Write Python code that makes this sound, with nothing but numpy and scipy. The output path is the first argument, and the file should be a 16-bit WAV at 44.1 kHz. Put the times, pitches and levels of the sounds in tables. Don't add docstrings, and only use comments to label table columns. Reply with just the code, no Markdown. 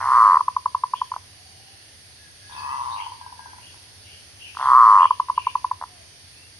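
import sys
import numpy as np
from scipy import signal
from scipy.fft import rfft, irfft
from scipy.io import wavfile
from scipy.ndimage import uniform_filter1d, minimum_filter1d

SR = 44100
rng = np.random.default_rng(int(sys.argv[2]) if len(sys.argv) > 2 else 0)


def pcm_store(signal):
    levels = np.round(np.clip(np.atleast_2d(signal), -1, 1) * 32767)
    wavfile.write(sys.argv[1], SR, levels.astype(np.int16).T)


N = 290619

# start/s, end/s, first and last puff rate/Hz, swell time/s,
# swell depth/dB, relative peak level/dB, top f/Hz, background lift/dB, f/Hz of the notes that follow
COOS = [(0.004, 0.3711, 133.8, 73.8, 0.2, 18.2, -2, 1141, 6.1, 1074),
        (2.491, 3.003, 149, 100, 0.224, 24.8, -20, 1085, 3.2, 972),
        (4.59, 5.056, 134.7, 77.65, 0.1887, 22, 0.2, 1149, 5.7, 1057)]
# t/s, length/s, start f/Hz, end f/Hz, relative level/dB
CHIRPS = [(0.938, 0.06, 2695, 3160, -45), (2.511, 0.034, 3740, 3360, -48.5),
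          (2.57, 0.033, 5020, 4420, -45.5), (2.904, .032, 3780, 3810, -43.5),
          (2.952, .1, 2727, 3224, -42.5), (3.598, 0.12, 2625, 3210, -52), (4.028, 0.16, 2693, 3190, -52),
          (4.391, 0.11, 2974, 2634, -43), (4.527, 0.18, 3220, 3260, -49.5), (4.978, .09, 2730, 3000, -38.5),
          (5.35, 0.081, 3053, 2583, -43), (5.433, 0.075, 2400, 3230, -42.5)]


def near_dove():
    # t/s, relative level/dB
    notes = [(0.4092, -7), (0.4837, -7.5), (0.5675, -7.8), (0.6609, -7.5), (0.7501, -8), (0.8389, -8.5),
             (0.9382, -10.5), (1.018, -10), (1.1195, -16), (5.1099, -3.5), (5.2012, -6.5), (5.287, -23),
             (5.3006, -8), (5.3801, -7), (5.471, -8), (5.556, -8), (5.6474, -9.9), (5.7152, -10.9)]
    # t/s, relative level/dB, f/Hz
    clicks = [(0.3963, -17, 1100), (1.1403, -20, 1120), (1.1645, -16, 992), (4.551, -36, 1100),
              (4.5714, -16.5, 1193), (5.8145, -20, 960), (5.8252, -18, 950), (5.839, -18, 1050)]
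    click_half_s, echo_s = .00077, .016
    first = coo(COOS[0], soft_s=.00055, full_s=.0014, scatter_db=.6, limp_db=4, slip_cycles=.28)
    second = coo(COOS[2], soft_s=.00048, full_s=.0014, scatter_db=1.2, limp_db=6.5, slip_cycles=.19)
    singles = staccato(notes) + [(s, db, hz, click_half_s, 0) for s, db, hz in clicks]
    voice = dove_voice(first, crop_hz=1023, ring=.9, edge_db=-26, rasp_db=-17)
    voice += dove_voice(second, crop_hz=1022, ring=1, edge_db=-25.5, rasp_db=-19)
    voice += dove_voice(singles, crop_hz=995, ring=1.3, edge_db=-24, rasp_db=-31)
    scatter = garden(voice, first_s=.013, t60_s=.13, late_db=-11)
    echo = undb(-24) * np.interp(clock() - echo_s, clock(), voice, left=0)
    return place(voice + echo, lead_s=.00008, pan_db=-.2) + undb(-20) * scatter


def coo(row, soft_s, full_s, scatter_db, limp_db, slip_cycles, gain_db=0):
    start_s, end_s, first_rate, last_rate, swell_s, depth_db, peak_db, top_hz = row[:8]
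    sag_db_per_s, sag_hz_per_s, push_hz_per_db, falter_s = 9.5, 290, 5, .032
    u = np.linspace(0, 1, int((end_s - start_s) * SR))
    rate = first_rate + (last_rate - first_rate) * u ** 1.7
    rate *= 1 + .02 * walk(25)[:len(u)]
    cycles = np.cumsum(rate) / SR
    age = (end_s - start_s) * np.interp(np.arange(cycles[-1] % 1, cycles[-1] + .5), cycles, u)
    late, loud, slip = rng.standard_normal((len(age), 3)).T
    push_db = -depth_db * np.maximum(1 - age / swell_s, 0) ** 1.4
    spent_s = np.maximum(age - swell_s, 0)
    effort_db = push_db - sag_db_per_s * spent_s
    effort = undb(effort_db)
    falter = .55 * np.exp((age - age[-1]) / falter_s)
    limp = limp_db * (1 - undb(push_db) + falter) * (-1) ** np.arange(len(age))[::-1]
    level_db = peak_db + effort_db + gain_db + limp + scatter_db * (1 - effort / 2) * loud
    tone_hz = top_hz + push_hz_per_db * push_db - sag_hz_per_s * spent_s
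    times = start_s + age + .0002 * np.cumsum(late - late.mean())
    turns = np.cumsum(tone_hz * np.diff(times, prepend=start_s) + slip_cycles * slip / np.sqrt(effort))
    half_s = soft_s + (full_s - soft_s) * np.sqrt(effort)
    return np.column_stack([times, level_db, tone_hz, half_s, turns])


def staccato(notes):
    sag_hz_per_s, half_s = 88, .0015
    puffs = []
    for s, db in notes:
        since_s, hz = min((s - end_s, note_hz) for start_s, end_s, *_, note_hz in COOS if start_s < s)
        puffs.append((s, db, hz - sag_hz_per_s * since_s, half_s, 0))
    return puffs


def dove_voice(puffs, crop_hz, ring, edge_db, rasp_db):
    tone, edge, airflow = np.zeros((3, N))
    for s, db, hz, half_s, turns in puffs:
        start_s = np.floor((s - .008) * SR) / SR
        t = start_s - s + np.arange(SR // 60) / SR
        envelope = undb(db) * np.exp(-.5 * (t / half_s) ** 2)
        add(tone, start_s, envelope * np.cos(2 * np.pi * (hz * t + turns)))
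        add(edge, start_s, undb(.35 * db) * np.exp(-.5 * ((t + half_s) / .0001) ** 2))
        add(airflow, start_s, undb(.083 * db) * np.exp(-.5 * (t / half_s / 2 - .5) ** 2))
    body = (tone + ring * resonance(tone, crop_hz, width_hz=95)) / (1 + .35 * ring)
    upper = undb(edge_db) * edge + undb(rasp_db) * airflow * rng.standard_normal(N)
    upper = .42 * upper + resonance(upper, 1400, 420) + .21 * resonance(upper, 1930, 150)
    throat = signal.butter(5, [570, 2120], "bandpass", fs=SR, output="sos")
    return body + signal.sosfiltfilt(throat, upper)


def far_dove():
    # t/s, relative level/dB
    notes = [(3.023, -23), (3.046, -34), (3.067, -22.5), (3.121, -26.5), (3.214, -29.5), (3.265, -28.5),
             (3.327, -30), (3.394, -30), (3.46, -31), (3.534, -34.5), (3.585, -37), (3.744, -44.5)]
    purr = coo(COOS[1], soft_s=.0011, full_s=.0012, scatter_db=1, limp_db=7, slip_cycles=.26, gain_db=-.5)
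    puffs = np.vstack([purr, staccato(notes)])
    voice = dove_voice(puffs, crop_hz=980, ring=1, edge_db=-36.5, rasp_db=-35.5)
    scatter = garden(voice, first_s=.00467, t60_s=.31, late_db=-22)
    return undb(-.5) * place(voice, lead_s=-.00025, pan_db=3.4) + undb(-4) * scatter


def small_birds():
    # t/s, length/s, start f/Hz, end f/Hz, relative level/dB
    whistles = [(1.296, 0.48, 733, 796, -63), (2.17, .12, 1700, 1642, -58),
                (2.402, 0.38, 1670, 1713, -52.5), (2.538, .07, 2650, 2504, -46),
                (2.621, .15, 2536, 2710, -49.5), (2.627, 0.14, 1870, 2015, -52),
                (3.191, 0.136, 1644, 1590, -57.5), (3.371, 0.162, 1650, 1533, -54),
                (5.878, 0.17, 760, 617, -59), (6.298, 0.18, 2544, 2805, -60)]
    hoarse_hz, thin_hz = 259.7, 27.5
    calls = np.zeros(N)
    for table, waver_hz in ((CHIRPS, hoarse_hz), (whistles, thin_hz)):
        for s, length_s, start_hz, end_hz, db in table:
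            add(calls, s, undb(db) * bird_note(length_s, start_hz, end_hz, waver_hz))
    direct = undb(-9) * place(calls, lead_s=.00005, pan_db=6)
    scatter = garden(calls, first_s=.002, t60_s=.18, late_db=-10)
    return direct + undb([[2.5], [-1.5]]) * scatter


def bird_note(length_s, start_hz, end_hz, waver_hz):
    u = np.linspace(0, 1, int(length_s * SR))
    hz = start_hz + (end_hz - start_hz) * u + waver_hz * walk(320)[:len(u)]
    envelope = np.sqrt(np.abs(np.sin(np.pi * u)))
    return unit(envelope * np.sin(2 * np.pi * np.cumsum(hz) / SR))


def high_hiss():
    # f/Hz, relative level/dB
    spectrum = [(1200, -22), (2000, -9), (3000, -5.5), (4100, -7), (4550, 0.5), (4900, -3.5), (6400, -7.5),
                (7000, -16), (7550, -48), (8150, -13), (8800, -6), (10300, -5.5), (11300, -14.5)]
    # f/Hz, left minus right level/dB
    balance = [(4500, -2.5), (6500, -4), (8500, 0.5)]
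    sides = zip(stereo_noise(spectrum, alike_hz=608.5), (1, -1))
    hiss = np.array([colour(x, [(hz, side * db / 2) for hz, db in balance]) for x, side in sides])
    return restless(hiss, depth_db=1.16)


def distant_rumble():
    # f/Hz, relative level/dB
    spectrum = [(25, -31.5), (40, -17.5), (55, -15), (75, -4.5), (94, 1.5), (115, -8), (190, -19.5),
                (260, -17.5), (500, -20.5), (750, -19), (1150, -26), (1800, -17), (3000, -34.5),
                (6000, -47.5)]
    return restless(stereo_noise(spectrum, alike_hz=644), depth_db=.65)


def background():
    rise_s, fall_s, lead_s, chirp_lift_db = .22, .21, .12, 1.6
    spans = [(start_s, end_s, lift_db) for start_s, end_s, *_, lift_db, _ in COOS]
    spans += [(s, s + length_s + fall_s / 2, chirp_lift_db) for s, length_s, *_ in CHIRPS]
    t, swell_db = clock(), np.zeros(N)
    for start_s, end_s, lift_db in spans:
        ramp = np.minimum((t - start_s + lead_s) / rise_s, (end_s - t) / fall_s + .5)
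        swell_db = np.maximum(swell_db, lift_db * np.clip(ramp, 0, 1))
    return distant_rumble() * undb(-53.5 + .7 * swell_db) + high_hiss() * undb(-48.5 + swell_db)


def restless(x, depth_db):
    frames = signal.stft(x, nperseg=1024)[2]
    patches = uniform_filter1d(rng.standard_normal(frames.shape[1:]), size=7, axis=0)
    patches = unit(uniform_filter1d(patches, size=14, axis=1))
    return signal.istft(frames * undb(depth_db * patches))[1][:, :N]


def garden(x, first_s, t60_s, late_db):
    t = np.arange(SR) / SR
    fade = undb(-60 * t / t60_s) + undb(late_db - 60 * t / (t60_s * 4))
    spectrum = rfft(rng.standard_normal((2, SR)) * fade)
    spectrum /= np.sqrt(uniform_filter1d(np.abs(spectrum) ** 2, size=400, axis=1))
    echoes = np.pad(irfft(spectrum), ((0, 0), (int(first_s * SR), 0)))
    return signal.fftconvolve(x[None], echoes, axes=1)[:, :N]


def place(x, lead_s, pan_db):
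    t = clock()
    return np.array([np.interp(t + side * lead_s / 2, t, x) * undb(side * pan_db / 2)
                     for side in (1, -1)])


def stereo_noise(points, alike_hz):
    likeness = .75 / (1 + (np.fft.rfftfreq(N, 1 / SR) / alike_hz) ** 4)
    mid = irfft(rfft(rng.standard_normal(N)) * np.sqrt(1 + likeness), N)
    side = irfft(rfft(rng.standard_normal(N)) * np.sqrt(1 - likeness), N)
    return unit(colour(np.array([mid + side, mid - side]), points))


def colour(x, points):
    f = np.maximum(np.fft.rfftfreq(N, 1 / SR), 1)
    hz, db = np.transpose(points)
    return irfft(rfft(x) * undb(np.interp(np.log(f), np.log(hz), db)), N)


def resonance(x, hz, width_hz):
    return signal.lfilter(*signal.iirpeak(hz, hz / width_hz, SR), x)


def walk(rate):
    k = max(int(SR / rate), 1)
    steps = np.repeat(rng.standard_normal(N // k + 1), k)
    return unit(uniform_filter1d(uniform_filter1d(steps, k), k)[:N])


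def add(track, start_s, sound):
    i = int(round(start_s * SR)) + np.arange(len(sound))
    inside = (i >= 0) & (i < N)
    track[i[inside]] += sound[inside]


def undb(db):
    return 10 ** (np.asarray(db) / 20)


def unit(x):
    return x / np.sqrt(np.mean(x ** 2))


def clock():
    return np.arange(N) / SR


def scene():
    return near_dove() + far_dove() + small_birds() + background()


def record(dry):
    headroom = np.minimum(1, .95 / (np.abs(dry).max(axis=0) + 1e-9))
    gain = minimum_filter1d(headroom, size=600)
    gain = uniform_filter1d(uniform_filter1d(gain, size=300), size=300)
    return signal.sosfilt(signal.ellip(8, .2, 70, 11600, fs=SR, output="sos"), dry * gain)


dry = scene()
out = record(dry)
pcm_store(out)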